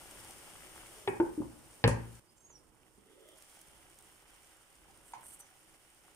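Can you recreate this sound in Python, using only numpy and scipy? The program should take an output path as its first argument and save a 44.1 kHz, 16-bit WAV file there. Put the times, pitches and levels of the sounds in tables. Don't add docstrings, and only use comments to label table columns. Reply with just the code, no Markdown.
import sys
import numpy as np
from scipy import signal
from scipy.fft import rfft, irfft, next_fast_len
from scipy.io import wavfile
from scipy.ndimage import map_coordinates

SR = 44100
rng = np.random.default_rng(int(sys.argv[2]) if len(sys.argv) > 2 else 0)


def digitize_waveform(pressure):
    field = np.atleast_2d(pressure).T
    bounded = np.clip(field, -1, 1)
    quanta = np.round(bounded * 32767).astype(np.int16)
    wavfile.write(sys.argv[1], SR, quanta)


N = 271215
JUMP_S = 2.197
TOP_HZ = 15750

BURNER_DB, BUBBLING_DB, HISS_DB = -69, -67, -66
BURNER_EARLY_DB, BUBBLING_EARLY_DB, HISS_EARLY_DB = 7, 9, 10.5
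BUBBLING_SHUT_DB, HISS_SHUT_DB = -10, -6.5
SURGE_S, SURGE_RISE_S, SURGE_FALL_S = 3.6, 0.2, 0.3
BUBBLING_SURGE_DB, HISS_SURGE_DB = 0.5, 5
SURGE_RING_HZ, SURGE_RING_WIDTH_HZ, SURGE_RING_DB = 3300, 450, -75.5
SPIT_HZ, SPIT_T60_S, SPIT_GAIN_DB, SPIT_TONE_SHARE = 8860, 0.017, -5.5, 0.3
SMALL_SPITS_PER_S, SMALL_SPIT_DB, SPIT_SCATTER_DB = 10, -54.5, 7.5
HUM_SHUT_HZ, HUM_OPEN_HZ, HUM_DB, HUM_FLUTTER_DB = 229.7, 675, -67, 1.6
CLICK_DB, HARD_HZ = 9, 2580
WHISTLE_GAIN_DB, WHISTLE_FLUTTER_DB, WHISTLE_WET_DB = 2, 2, -9
WHISTLE_WIDTH_HZ, WHISTLE_FADE_S, CHIRP_WIDTH_S = 140, 0.01, 0.018
PAN_EARLY_DB, PAN_LATE_DB, PAN_SHUT_DB, PAN_LID_DB = 1.4, -2.5, -2, 1.3


def amp(db):
    return 10 ** (np.asarray(db) / 20)


def unit(x):
    return x / np.sqrt(np.mean(x ** 2) + 1e-20)


def along(points, hz):
    f, v = np.transpose(points)
    return np.interp(np.log(hz + 1), np.log(f), v)


def curves(rows):
    s, *cols = np.transpose(rows)
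    return np.array([np.interp(np.arange(N) / SR, s, c) for c in cols])


def wobble(rate):
    points = rng.standard_normal(int(N * rate / SR) + 4)
    return map_coordinates(points, [np.arange(N) * rate / SR])


def filtered(x, response):
    n = x.shape[-1]
    m = next_fast_len(n + 8192)
    return irfft(rfft(x, m) * response(np.fft.rfftfreq(m, 1 / SR)), m)[..., :n]


def coloured(x, spectrum):
    return filtered(x, lambda hz: amp(along(spectrum, hz)))


def fade(t, t60):
    return np.exp(-np.log(1000) * t / t60)


def swell(s, width_s):
    return np.exp(-.5 * ((np.arange(N) / SR - s) / width_s) ** 2)


def add(track, s, sound):
    part = track[..., max(round(s * SR), 0):][..., :sound.shape[-1]]
    part += sound[..., :part.shape[-1]]


def spread(pair, spectrum):
    # pitch_hz, likeness (1 is identical)
    likeness = [(60, 0.46), (130, 0.36), (320, 0.83), (850, 0.3), (1400, 0.27), (2000, 0.11), (4500, .05),
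                (6200, 0.072), (7400, 0.42), (8200, 1), (15000, 1)]

    def turn(hz):
        return np.arccos(np.clip(along(likeness, hz), -1, 1)) / 2

    def mid_side(hz):
        return amp(along(spectrum, hz)) * [np.cos(turn(hz)), np.sin(turn(hz))]

    mid, side = filtered(pair, mid_side)
    return unit(np.array([mid + side, mid - side]))


def from_pan(x, lead_s=0.00012):
    sides = np.array([[1], [-1]])
    return filtered(x, lambda hz: np.exp(1j * np.pi * hz * lead_s * sides))


def in_kitchen(x, wet_db):
    # pitch_hz, t60_s
    room_decay = [(100, 0.55), (500, 0.39), (2500, 0.36), (8000, 0.22), (15000, 0.06)]
    hz, t, z = signal.stft(rng.standard_normal((2, SR // 2)), SR, nperseg=256)
    z = z * fade(t, along(room_decay, hz)[:, None]) * (1 - fade(t, 0.0044))
    tail = signal.istft(z, SR, nperseg=256)[1]
    echo = signal.fftconvolve(x, tail / np.linalg.norm(tail[0]), axes=1)[:, :x.shape[-1]]
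    return x + amp(wet_db) * echo


def short_echoes(x, echo_db, within_s, count=12):
    delay = within_s * rng.uniform(.1, 1, (count, 2, 1))

    def echo_sum(hz):
        return sum((-1) ** k * np.exp(-2j * np.pi * hz * d) for k, d in enumerate(delay))

    return unit(x + amp(echo_db) * filtered(x, echo_sum) / np.sqrt(count))


def bubbles(rate, centre_hz, octaves, cycles, scatter_db):
    chance = rng.random((int(rate * N / SR), 4))
    hz = centre_hz * 2 ** (octaves * (chance[:, 1:2] + chance[:, 2:3] - 1))
    hz = np.minimum(hz, TOP_HZ)
    size = np.sqrt(hz) * amp(scatter_db * np.minimum(-np.log(1 - chance[:, 3:]), 4))
    k = np.arange(256)
    pops = size * np.sin(2 * np.pi * hz * k / SR) * np.exp(-hz * k / SR / cycles)
    where = (chance[:, :1] * N).astype(int) + k
    return unit(np.bincount(where.ravel(), pops.ravel(), N)[:N])


def narrow(hz, width_hz):
    phase = 2 * np.pi * np.cumsum(hz) / SR
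    return unit(wobble(width_hz) * np.cos(phase) + wobble(width_hz) * np.sin(phase))


def opening():
    # time_s, opening (0 shut, 1 clear of the pan)
    movement = [(.5, 0.94), (.8, .82), (1.05, 0.68), (1.2, 0), (1.84, 0.059), (2.93, 0.053), (3.15, .4),
                (3.3, 0.71), (3.43, 1)]
    return np.clip(curves(movement)[0], 0, 1)


def simmer(later):
    # pitch_hz, level_db (per Hz)
    flame_colour = [(18, -29), (30, 0), (62, 1), (86, -9), (114, -3.5), (289, -12), (322, -0.5), (364, -9),
                    (397, -9), (457, -9.5), (555, -8), (697, -14.5), (891, -9), (1800, -24.5), (2000, -33),
                    (2600, -67), (4400, -120)]
    water_colour = [(240, -13), (400, -4.5), (497, -21), (537, -6), (674, -10), (743, -2), (970, -8.5),
                    (1030, -11), (1400, -5), (1780, -10), (2010, -7), (2540, -10), (2980, -4.5),
                    (4200, -21), (5460, -42), (9240, -120)]
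    hiss_colour = [(2060, -5), (3500, -8.5), (3920, -11.5), (5390, -5), (6240, -7.5), (7700, -7),
                   (8420, -3.5), (9030, -1), (9930, -4.5), (11000, -10.5), (14200, -14.5), (14900, -7.5),
                   (15400, -25), (16000, -31)]
    t, early, shut = np.arange(N) / SR, ~later, 1 - opening()
    settling = np.exp(-abs(t - SURGE_S) / SURGE_FALL_S)
    surge = np.where(t < SURGE_S, swell(SURGE_S, SURGE_RISE_S), settling)
    burner_db = BURNER_DB + BURNER_EARLY_DB * early
    bubbling_db = BUBBLING_DB + BUBBLING_EARLY_DB * early + BUBBLING_SHUT_DB * shut + BUBBLING_SURGE_DB * surge
    hiss_db = HISS_DB + HISS_EARLY_DB * early + HISS_SHUT_DB * shut + HISS_SURGE_DB * surge

    def noise():
        return rng.standard_normal((2, N))

    rush = from_pan(spread(noise(), flame_colour), lead_s=0.00017)
    burner = amp(burner_db + 2.1 * wobble(5.1)) * rush

    pops = from_pan(bubbles(rate=600, centre_hz=1670, octaves=2.13, cycles=1.2, scatter_db=5.0))
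    pops = unit(coloured(pops, water_colour) * amp(2.6 * wobble(16)))
    wash = from_pan(spread(noise(), water_colour), lead_s=0.00015)
    bubbling = amp(bubbling_db + 1.06 * wobble(14)) * unit(0.76 * pops + wash)

    near, far = [bubbles(rate=600, centre_hz=9600, octaves=0.71, cycles=0.97, scatter_db=3.5) for _ in range(2)]
    fizz = coloured(np.array([near + 0.5 * far, near - 0.37 * far]), hiss_colour)
    fizz = unit(fizz * amp(1.6 * wobble(22)))
    grainy = np.where(later, .3, .17)
    hiss = np.sqrt(grainy) * fizz + np.sqrt(1 - grainy) * spread(noise(), hiss_colour)
    hiss = short_echoes(hiss, echo_db=-14, within_s=0.0073)
    flutter_db = np.where(later, 1.1, .6) * (wobble(45) + 0.58 * wobble(7.1))

    ringing = np.array([narrow(np.full(N, SURGE_RING_HZ), SURGE_RING_WIDTH_HZ) for _ in range(2)])
    ringing = amp(SURGE_RING_DB) * surge * ringing
    return burner + bubbling + ringing + amp(hiss_db + flutter_db) * hiss


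def gap_hum():
    # pitch_hz, width_hz, level_db (before the gap scales it)
    air_modes = [(342, 110, -7.5), (1243, 150, -13), (1990, 300, -13), (3340, 650, -7.5)]
    gap = opening()
    hz = HUM_SHUT_HZ + (HUM_OPEN_HZ - HUM_SHUT_HZ) * gap
    standing = sum(amp(db) * narrow(np.full(N, mode_hz), width_hz) for mode_hz, width_hz, db in air_modes)
    half_open = abs(np.sin(np.pi * gap)) ** 0.83
    level = amp(HUM_DB + HUM_FLUTTER_DB * wobble(18)) * half_open
    hum = narrow(hz, width_hz=300) + 1.66 * gap * standing
    return in_kitchen(from_pan(level * hum), wet_db=-4.5)


def spits():
    # start_s, level_db (before the trim)
    loud = [(0.1109, -38), (0.2468, -41), (0.3086, -38.5), (0.8694, -44), (3.288, -44.5), (3.4237, -44),
            (3.6142, -41.5), (3.9875, -42.5), (4.0243, -46), (5.3064, -50)]
    out, t = np.zeros(N), np.arange(SR // 50) / SR
    muffle_db = 2 * HISS_SHUT_DB * (1 - opening())
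    small = []
    for when, size in rng.random((int(SMALL_SPITS_PER_S * N / SR), 2)):
        db = SMALL_SPIT_DB + SPIT_SCATTER_DB * size ** 2 + muffle_db[int(when * N)]
        small.append((when * N / SR, db))
    for s, db in [*loud, *small]:
        hz = SPIT_HZ * np.exp(rng.normal(0, 0.099))
        tone = np.sqrt(2) * np.sin(2 * np.pi * hz * t)
        burst = rng.standard_normal(len(t))
        tick = np.sqrt(SPIT_TONE_SHARE) * tone + np.sqrt(1 - SPIT_TONE_SHARE) * burst
        add(out, s, amp(db + SPIT_GAIN_DB) * fade(t, SPIT_T60_S) * tick)
    out = coloured(out, [(1000, -10.5), (6000, -1), (9000, 1.5), (15000, -4.5)])
    return in_kitchen(np.array([out, out]), wet_db=-13)


def lid():
    # start_s, ring_db, brightness_hz (of the contact), air_hz, air_db, thud_db (of the stove)
    knocks = [(1.075, -28, 2170, 390.4, -20.5, -46), (1.2, -31.5, 1540, 342.3, -16, -52),
              (1.377, -41.5, 506, 309.4, -25, -80), (1.403, -40.5, 510, 248, -30.5, -49.5),
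              (1.418, -42, 1000, 427, -49, -57.5), (1.84, -23, 4500, 457, -21.5, -23),
              (1.847, -29.5, 1520, 511, -26.5, -35.5), (1.877, -27.5, 1610, 570, -27, -55)]
    # pitch_hz, level_db, t60_s (of the slower part)
    lid_tones = [(336, 0.5, 0.3), (426, -10, 0.62), (450, -17, .25), (492, -2.5, 0.19), (547, -2.5, 0.44),
                 (706, -16.5, .3), (686, -10, 0.21), (810, -2, 0.75), (876, -0.5, 0.41), (1014, -21, 0.252),
                 (1033, -4.5, 0.26), (1115, -7.5, .3), (1132, -6.5, 0.33), (1220, -10, 0.25),
                 (1445, -11, .3), (1620, -3, 0.17), (1875, -14, .3), (2183, -7.5, 0.18), (2320, -8, .15),
                 (2400, -13, .12), (2514, -3, .09), (2730, -26, .2)]
    hob_tones = [(63.3, -3, 0.78), (80, -7, 0.57), (108, 4.5, 0.26), (117.45, 2.5, 0.64),
                 (141.9, -2.5, 0.32), (174, -0.5, 0.45), (228.3, -5.5, 0.61), (256, -6, 0.38)]
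    # pitch_hz, level_db (per Hz)
    crash_colour = [(190, -28), (330, 3), (504, -4.5), (679, -14.5), (930, -1), (1210, -19), (1630, -11.5),
                    (2000, -14), (2450, -12), (3750, -31.5), (7250, -30), (8480, -35), (14000, -61)]
    click_colour = [(40, -12), (200, -8), (1000, -6), (1800, -12), (2500, -2), (3300, -1), (4900, 2),
                    (5700, -29), (9000, -14), (15000, -35)]
    out, t = np.zeros((2, N)), np.arange(SR * 3 // 4) / SR

    def tone(hz):
        return np.sin(2 * np.pi * hz * t)

    def dull(x, hz):
        return signal.sosfilt(signal.butter(4, min(hz, TOP_HZ), fs=SR, output='sos'), x)

    for s, ring_db, bright_hz, air_hz, air_db, thud_db in knocks:
        ring = np.zeros(len(t))
        for k, (hz, db, t60) in enumerate(lid_tones):
            decay = fade(t, 0.025) + 0.036 * fade(t, t60)
            ring += (-1) ** k * amp(db + rng.normal(0, 1.05)) * tone(hz) * decay
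        crash = unit(coloured(rng.standard_normal(len(t)), crash_colour))
        crash = (1.45 * fade(t, 0.033) + 0.14 * fade(t, 0.45)) * crash
        ring = dull(ring + crash, bright_hz)
        click = fade(t, 0.04) * coloured(rng.standard_normal(len(t)), click_colour)
        hardness = min(bright_hz / HARD_HZ, 1) ** .5
        click = amp(CLICK_DB) * hardness * dull(click, 1.43 * bright_hz)
        air = tone(air_hz) * fade(t, 0.078) * (1 - fade(t, 0.01))
        hob = np.zeros(len(t))
        for hz, db, t60 in hob_tones:
            hob += amp(db) * tone(hz) * (0.55 * fade(t, 0.16) + 0.54 * fade(t, t60))
        hob *= 1 - fade(t, 0.043)
        hob = signal.sosfilt(signal.butter(4, 50, 'high', fs=SR, output='sos'), hob)
        metal = in_kitchen(from_pan(ring, lead_s=0.00013), wet_db=-4.5) + from_pan(click)
        boom = amp(air_db) * in_kitchen(from_pan(air), wet_db=-7.5)
        thud = amp(thud_db) * in_kitchen(from_pan(hob), wet_db=-19.0)
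        add(out, s, amp(ring_db) * metal + boom + thud)
    return out


def flares():
    # peak_s, level_db, width_s (of the bell shape)
    sizzles = [(1.092, -55.5, 0.01), (5.094, -63, 0.041), (5.285, -54.5, 0.04), (5.344, -55.5, .012),
               (5.405, -52, 0.0082)]
    # pitch_hz, level_db (per Hz)
    sizzle_colour = [(2650, -44), (4500, -10), (5030, -27), (5900, -11), (6920, -15.5), (8690, 1),
                     (9510, -6), (10400, -4.5), (11800, -10), (14900, -14), (16000, -29)]
    level = sum(amp(db) * swell(s, width_s) for s, db, width_s in sizzles)
    crackle = [bubbles(rate=2400, centre_hz=9800, octaves=.8, cycles=1.2, scatter_db=2) for _ in range(2)]
    return in_kitchen(level * spread(np.array(crackle), sizzle_colour), wet_db=-13)


def chatter():
    # start_s, level_db
    rim_clicks = [(1.877, -30.5), (1.8807, -38), (1.89, -40), (1.892, -42), (2.153, -57)]
    # pitch_hz, level_db (per Hz)
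    rim_colour = [(1760, -41), (3000, -6.5), (3890, -16), (4290, -7.5), (4630, -8), (9940, -3.5),
                  (10400, -18.5), (15200, -27), (16000, -44)]
    level, t = np.zeros(N), np.arange(SR // 10) / SR
    for s, db in rim_clicks:
        add(level, s, amp(db) * fade(t, 0.013))
    return in_kitchen(level * spread(rng.standard_normal((2, N)), rim_colour), wet_db=-0.5)


def steam():
    # time_s, pitch_hz, level_db (before gain)
    whistle = [(2.36, 6300, -85), (2.376, 6260, -76), (2.392, 6300, -81), (2.48, 6690, -65),
               (2.494, 6800, -70), (2.518, 6180, -65.5), (2.592, 5180, -77), (2.61, 5086, -84)]
    # peak_s, pitch_hz, glide_hz_per_s, level_db
    leaks = [(2.298, 4950, 8000, -75), (2.4, 7450, 6000, -69.5), (2.51, 7150, -5000, -67)]
    t = np.arange(N) / SR
    hz, db = curves(whistle)
    to_nearest_end_s = np.minimum(t - whistle[0][0], whistle[-1][0] - t)
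    blowing = np.clip(to_nearest_end_s / WHISTLE_FADE_S, 0, 1)
    level = amp(db + WHISTLE_GAIN_DB + WHISTLE_FLUTTER_DB * wobble(60)) * blowing
    out = level * narrow(hz, WHISTLE_WIDTH_HZ)
    for s, chirp_hz, glide, chirp_db in leaks:
        chirp = narrow(chirp_hz + glide * (t - s), WHISTLE_WIDTH_HZ)
        out += amp(chirp_db) * swell(s, CHIRP_WIDTH_S) * chirp
    return in_kitchen(from_pan(out, lead_s=0.00014), WHISTLE_WET_DB)


def taps():
    # start_s, level_db, pitch_hz, click_db (relative to level_db)
    tocks = [(2.502, -59, 457, 5.5), (2.981, -55, 259.6, -15), (5.135, -33.5, 890, -2),
             (5.398, -57.5, 1320, 5), (5.405, -48, 6070, -1)]
    click_colour = [(400, -20), (800, 4.5), (1500, -1.0), (2800, -7.5), (4500, -15), (7000, -12), (9000, -41)]
    out, t = np.zeros(N), np.arange(SR // 20) / SR
    for s, db, hz, click_db in tocks:
        tock = np.sin(2 * np.pi * hz * t) * np.exp(-((t - .0028) / 0.0016) ** 2)
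        click = fade(t, 0.047) * coloured(rng.standard_normal(len(t)), click_colour)
        add(out, s, amp(db) * (tock + amp(click_db) * click))
    return in_kitchen(from_pan(out), wet_db=-4)


def scene():
    later = np.arange(N) / SR > JUMP_S
    side_db = np.where(later, PAN_LATE_DB, PAN_EARLY_DB) + PAN_SHUT_DB * (1 - opening())
    cooking = simmer(later) + gap_hum() + spits() + flares() + steam() + taps()
    clank = (lid() + chatter()) * ~later
    return cooking * amp([side_db / 2, -side_db / 2]) + clank * amp([[PAN_LID_DB / 2], [-PAN_LID_DB / 2]])


def record(dry):
    return filtered(dry, lambda hz: hz < TOP_HZ)


dry = scene()
out = record(dry)
digitize_waveform(out)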